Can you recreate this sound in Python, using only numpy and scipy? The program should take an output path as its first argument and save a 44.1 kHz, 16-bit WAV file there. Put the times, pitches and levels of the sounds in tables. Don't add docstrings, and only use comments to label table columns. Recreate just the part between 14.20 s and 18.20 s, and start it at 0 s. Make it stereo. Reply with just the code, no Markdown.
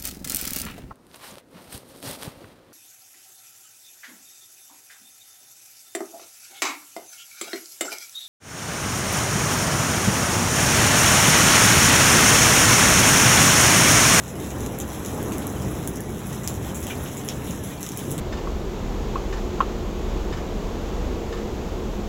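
import sys
import numpy as np
from scipy import signal
from scipy.fft import rfft, irfft, next_fast_len
from scipy.io import wavfile
from scipy.ndimage import uniform_filter1d, map_coordinates

SR = 44100
rng = np.random.default_rng(int(sys.argv[2]) if len(sys.argv) > 2 else 0)


def output_pcm(signal):
    pcm = np.clip(np.atleast_2d(signal).T, -1, 1) * 32767
    wavfile.write(sys.argv[1], SR, np.round(pcm).astype(np.int16))


N = 176400


def amp(db):
    return 10 ** (np.asarray(db) / 20)


def unit(x):
    return x / np.sqrt(np.mean(x ** 2) + 1e-20)


def packet(x):
    return x / np.sqrt(np.sum(x ** 2, axis=-1, keepdims=True) + 1e-20)


def along(points, hz):
    freqs, values = np.transpose(points)
    return np.interp(np.log(hz + 1), np.log(freqs + 1), values)


def curve(rows):
    return np.interp(np.arange(N) / SR, *np.transpose(rows))


def wobble(rate):
    return map_coordinates(rng.standard_normal(int(N * rate / SR) + 4), [np.arange(N) * rate / SR])


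def filtered(x, response):
    n = x.shape[-1]
    padded = next_fast_len(n + n // 4)
    return irfft(rfft(x, padded) * response(np.fft.rfftfreq(padded, 1 / SR)), padded)[..., :n]


def add(track, s, sound):
    start = max(round(s * SR), 0)
    part = track[..., start:start + sound.shape[-1]]
    part += sound[..., :part.shape[-1]]


def ring(hz, t60, size):
    t = np.arange(size) / SR
    return packet(np.sin(2 * np.pi * hz * t) * amp(-60 * t / t60))


def rush(spectrum, alike, patchy_db):
    def mid_and_side(hz):
        angle = np.arccos(np.clip(along(alike, hz), -1, 1)) / 2
        return amp(along(spectrum, hz)) * [np.cos(angle), np.sin(angle)]
    cells = signal.stft(rng.standard_normal((2, N)), nperseg=512)[2]
    patches = uniform_filter1d(rng.standard_normal(cells.shape[1:]), size=7, axis=0)
    patches = unit(uniform_filter1d(patches, size=9, axis=1))
    noise = signal.istft(cells * amp(patchy_db * patches), nperseg=512)[1][:, :N]
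    mid, side = filtered(noise, mid_and_side)
    return unit(np.array([mid + side, mid - side]))


# (frequency [Hz], relative level [dB])
RAIN_TONE = [(500, 3), (1300, 2.5), (2500, 1), (3900, 3), (5600, 0), (7500, 0), (9000, 1.5), (11500, -0.5),
             (13000, -2.5), (15500, -6)]
# (frequency [Hz], likeness [1 = same])
RAIN_ALIKE = [(1500, 0.9), (2900, 0.033), (4500, 1), (15000, 1)]
def rain(drops_per_s=980):
    when, chance, flip = rng.random((int(drops_per_s * N / SR), 3)).T
    sizes = amp(-2.5 * np.log(np.maximum(chance, .005))) * np.sign(flip - .5)
    drops = np.bincount((when * N).astype(int), sizes, N)
    splashes = unit(filtered(drops, lambda hz: amp(along(RAIN_TONE, hz))))
    hiss = rush(RAIN_TONE, RAIN_ALIKE, patchy_db=2.0)
    flutter = amp(1.54 * wobble(rate=17))
    return flutter * (amp(-47.5) * splashes + amp(-42.5) * hiss)


# (frequency [Hz], relative level [dB])
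RUMBLE_TONE = [(20, -40), (32, -41), (45, -13), (65, -1), (85, -1.5), (108, -4.5), (130, -11.5),
               (250, -51.5)]
BOOM_TONE = [(80, -26), (110, -3.5), (134, 4), (152, -2), (185, -1), (215, -3), (270, -19), (500, -66)]
ROAR_TONE = [(120, -12), (190, -2.5), (240, 1.5), (330, 0), (430, -2), (560, -10), (850, -21.5),
             (2000, -63)]
WIND_TONE = [(300, -20), (520, 0.5), (820, -0.5), (1300, -7.5), (2000, -15), (4000, -53)]
# (time [s], relative level [dB])
RUMBLE_LEVEL = [(0.1, -40), (0.25, -39), (0.55, -34), (0.7, -38.5), (0.85, -41), (1.05, -34), (1.2, -36),
                (1.42, -34.5), (1.65, -37), (1.85, -39), (2.05, -39.5), (2.26, -35.5), (2.5, -35),
                (2.75, -35.5), (3.08, -42.5), (3.25, -35.5), (3.65, -44.5), (4, -37)]
BOOM_LEVEL = [(0.1, -39), (0.22, -36), (0.33, -38), (0.45, -35.5), (0.8, -37.5), (1.1, -35.5), (1.3, -36),
              (1.45, -31), (1.6, -34), (1.8, -33), (2.2, -33.5), (2.45, -35.5), (2.9, -38.5), (3.3, -33.5),
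              (3.42, -36.5), (3.52, -34.5), (3.68, -38), (4, -34.5)]
ROAR_LEVEL = [(0.05, -41), (.22, -31.5), (.32, -36), (.43, -29.5), (.62, -34.5), (.8, -36), (.97, -30),
              (1.12, -29.5), (1.25, -34.5), (1.46, -31), (1.72, -33), (2.1, -37), (2.5, -34), (3.05, -35.5),
              (3.28, -32.5), (3.45, -37), (3.7, -39.5), (3.88, -32.5), (4, -31)]
WIND_LEVEL = [(0.0, -45), (0.36, -39.5), (0.93, -40), (0.99, -37), (2.0, -42), (2.8, -39), (2.96, -42.5),
              (3.26, -41.5), (3.7, -45), (4.0, -40.5)]
# (frequency [Hz], likeness [1 = same])
STORM_ALIKE = [(150, 1), (350, 0.96), (550, 0.75), (800, 0.49), (1300, 0.7), (2500, 1)]
def storm():
    rumble = amp(curve(RUMBLE_LEVEL) + 1) * rush(RUMBLE_TONE, STORM_ALIKE, patchy_db=0)
    boom = amp(curve(BOOM_LEVEL) + 0.1) * rush(BOOM_TONE, STORM_ALIKE, patchy_db=0.5)
    roar = amp(curve(ROAR_LEVEL)) * rush(ROAR_TONE, STORM_ALIKE, patchy_db=1)
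    wind = amp(curve(WIND_LEVEL) + 0.5) * rush(WIND_TONE, STORM_ALIKE, patchy_db=1.5)
    return rumble + boom + roar + wind


def click(hz, crumble_s=0.0031, ring_cycles=9.8):
    n = np.arange(300)
    crumbs = packet(rng.standard_normal(len(n)) * np.minimum(n / 10, 1) * amp(-60 * n / SR / crumble_s))
    snap = n == 0
    strike = np.pad(snap + amp(-2) * crumbs, (2, 0))
    sharpness = ring_cycles * np.pi / np.log(1000)
    ringing = signal.lfilter(*signal.iirpeak(min(hz, SR / 3), sharpness, fs=SR), strike)
    crack = packet(ringing) + amp(4.5) * packet(strike)
    band = [min(0.49 * hz, SR / 5), np.clip(2.4 * hz, SR / 4.5, SR / 2.3)]
    return packet(signal.lfilter(*signal.butter(2, band, "band", fs=SR), crack))


WALL_S, WALL_DB = 0.0067, -10.5
# (frequency [Hz], time to fade by 60 dB [s])
YARD_FADE = [(500, 0.32), (3000, 0.16), (7000, 0.12), (15000, 0.12)]
def yard(sound, width=0.042):
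    hz, t, cells = signal.stft(rng.standard_normal((2, SR // 6)), SR, nperseg=128)
    fade = amp(-60 * t / along(YARD_FADE, hz)[:, None])
    mid, side = signal.istft(cells * fade, SR, nperseg=128)[1]
    build_up = 1 - np.exp(-np.arange(len(mid)) / SR / WALL_S)
    tail = packet(np.array([mid + width * side, mid - width * side]) * build_up)
    return signal.fftconvolve(tail, sound[None], axes=1)


def patter(stones_per_s=130, middle_hz=7200, octaves=1.3):
    out = np.zeros((2, N))
    for when, chance, pitch in rng.random((int(stones_per_s * N / SR), 3)):
        s = when * N / SR
        hz = middle_hz * 2 ** (octaves * (pitch - .5))
        hit = amp(-26.5 - 3 * np.log(max(chance, .04))) * click(hz)
        add(out, s, hit)
        add(out, s + WALL_S, amp(WALL_DB) * hit)
        add(out, s, amp(0.5) * yard(hit))
    return out


def roofs(taps_per_s=140, middle_hz=3200, octaves=1.8, ring_cycles=120):
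    out = np.zeros((2, N))
    for when, chance, pitch in rng.random((int(taps_per_s * N / SR), 3)):
        hz = middle_hz * 2 ** (octaves * (pitch - .5))
        hit = amp(-30.5 - 2.47 * np.log(max(chance, .05))) * ring(hz, ring_cycles / hz, size=900)
        add(out, when * N / SR, yard(hit, width=0.5))
    return out


def from_any_side(sound, max_lag_s=0.00003):
    lag = max_lag_s * (2 * rng.random() - 1) * np.array([[.5], [-.5]])
    return filtered(sound, lambda hz: np.exp(2j * np.pi * hz * lag))


# (time [s], relative level [dB], pitch [Hz], yard echo compared with the click [dB])
NEAR_STONES = [(0.0803, -19.5, 6550, 6.5), (0.2927, -23, 7000, -5), (0.3053, -14, 6900, -2),
               (0.406, -13.5, 7540, 1), (0.4629, -10, 6300, -6), (0.5497, -25, 6540, -5),
               (0.588, -10, 10900, -6), (0.6016, -7, 6600, 2), (0.6897, -19, 10000, -6),
               (0.7312, -15, 9500, -9), (0.8495, -13, 7040, -1), (0.8616, -9, 6900, -5),
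               (1.029, -11, 9900, -4), (1.083, -16, 10500, -8), (1.1223, -13, 6500, 3),
               (1.1827, -9, 10000, -3), (1.2696, -5.5, 11000, -13), (1.3249, -20, 11500, -10),
               (1.4212, -16.5, 6500, 0), (1.517, -28, 10700, -7), (1.6755, -1.5, 8700, -5),
               (1.7585, -13.5, 10600, -11), (1.772, -15, 6860, -11), (1.806, -10, 10900, -4),
               (2.069, -15.5, 10500, 1), (2.131, -14, 6300, 0), (2.2353, -16, 6700, 5.5),
               (2.2761, 1, 6700, -4.5), (2.546, -15.5, 6700, 9), (2.5563, -13.5, 8100, 6),
               (2.6045, -16, 10800, 3), (2.6292, -13, 6360, 5), (2.6688, -10, 7500, 0.5),
               (2.833, -18, 11400, 6), (2.9325, -23, 10500, 6), (2.9709, -12, 7600, 3),
               (3.049, -16.5, 10500, 4), (3.0805, -15, 10000, -11), (3.088, -2.5, 5500, -5),
               (3.3096, -13, 6800, 0), (3.438, -17, 11000, 6), (3.6083, -12.5, 11000, -1),
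               (3.63, -6.5, 6430, -3), (3.6651, -10, 5830, -5), (3.69, -9, 6370, -9),
               (3.7195, -13, 5950, 0), (3.774, -6.5, 10700, -3), (3.793, -12.5, 7600, -1),
               (3.9083, -11.5, 10000, 3.5), (3.9154, -7.5, 8400, -3), (3.9803, -8, 8260, -5)]
def hailstones(boost_db=2.2):
    out = np.zeros((2, N))
    for s, db, hz, echo_db in NEAR_STONES:
        hit = amp(db + boost_db) * click(hz)
        add(out, s, from_any_side(hit))
        add(out, s + WALL_S, amp(db + boost_db + WALL_DB) * from_any_side(click(hz)))
        add(out, s, amp(echo_db) * yard(hit))
    return out


# (time [s], relative level [dB], pitch [Hz])
DULL_KNOCKS = [(1.121, -5, 2680), (1.223, -7, 3300), (2.2764, -4, 3970), (2.669, -3.5, 3200),
               (2.862, -7.5, 3100), (3.087, -1, 3500), (3.273, -7, 3420), (3.665, -15, 3420),
               (3.792, -6, 3420), (3.980, -3.5, 3400)]
def knocks(ring_cycles=9.7):
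    out = np.zeros((2, N))
    for s, db, hz in DULL_KNOCKS:
        hit = amp(db) * ring(hz, ring_cycles / hz, size=400)
        add(out, s, amp(-11) * hit)
        add(out, s, amp(-7) * yard(hit, width=1.0))
    return out


# (time [s], level [dB])
GUTTER_HITS = [(2.6993, -5), (2.706, -4)]
# (pitch [Hz], relative level [dB], time to fade by 60 dB [s])
GUTTER_NOTES = [(1510, 1.5, 0.095), (2010, -1, 0.16), (2370, 8, 0.12), (2600, -4, 0.052),
                (2900, -11, 0.034)]
# (frequency [Hz], relative level [dB])
CLANK_TONE = [(700, -12), (1500, -16), (2400, -9.5), (3200, -7.5), (4200, -15), (9000, -20)]
def gutter(clank_s=0.17, size=6000):
    out = np.zeros((2, N))
    for s, db in GUTTER_HITS:
        notes = sum(amp(level + rng.normal(0, 1.3)) * ring(hz, t60, size)
                    for hz, level, t60 in GUTTER_NOTES)
        noise = filtered(rng.standard_normal(size), lambda hz: amp(along(CLANK_TONE, hz)))
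        clank = packet(noise * amp(-60 * np.arange(size) / SR / clank_s))
        add(out, s, amp(db) * packet(packet(notes) + amp(7) * clank))
    return out


def scene():
    return hailstones() + patter() + knocks() + roofs() + gutter() + rain() + storm()


# (frequency [Hz], lag [radians])
MIC_LAG = [(0, 0), (200, -.15), (500, -.6), (850, -.25), (1200, -.45), (1500, -.05), (2000, .1),
           (3000, .65), (4550, 3.14), (6800, 6.28), (9000, 9.42), (11100, 12.57), (13200, 15.7),
           (15200, 18.85)]
# (frequency [Hz], level [dB])
MIC_BALANCE = [(50, 0.2), (130, 1), (280, 1.7), (550, -0.9), (1200, -1), (4000, 0)]
def record(dry, top_hz=15850):
    def microphones(hz):
        lag = np.interp(hz, *np.transpose(MIC_LAG))
        half = np.array([[.5], [-.5]])
        balance = amp(half * along(MIC_BALANCE, hz))
        return np.exp(1j * half * lag) * balance / np.sqrt(1 + (hz / top_hz) ** 200)
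    return filtered(dry, microphones)


dry = scene()
out = record(dry)
output_pcm(out)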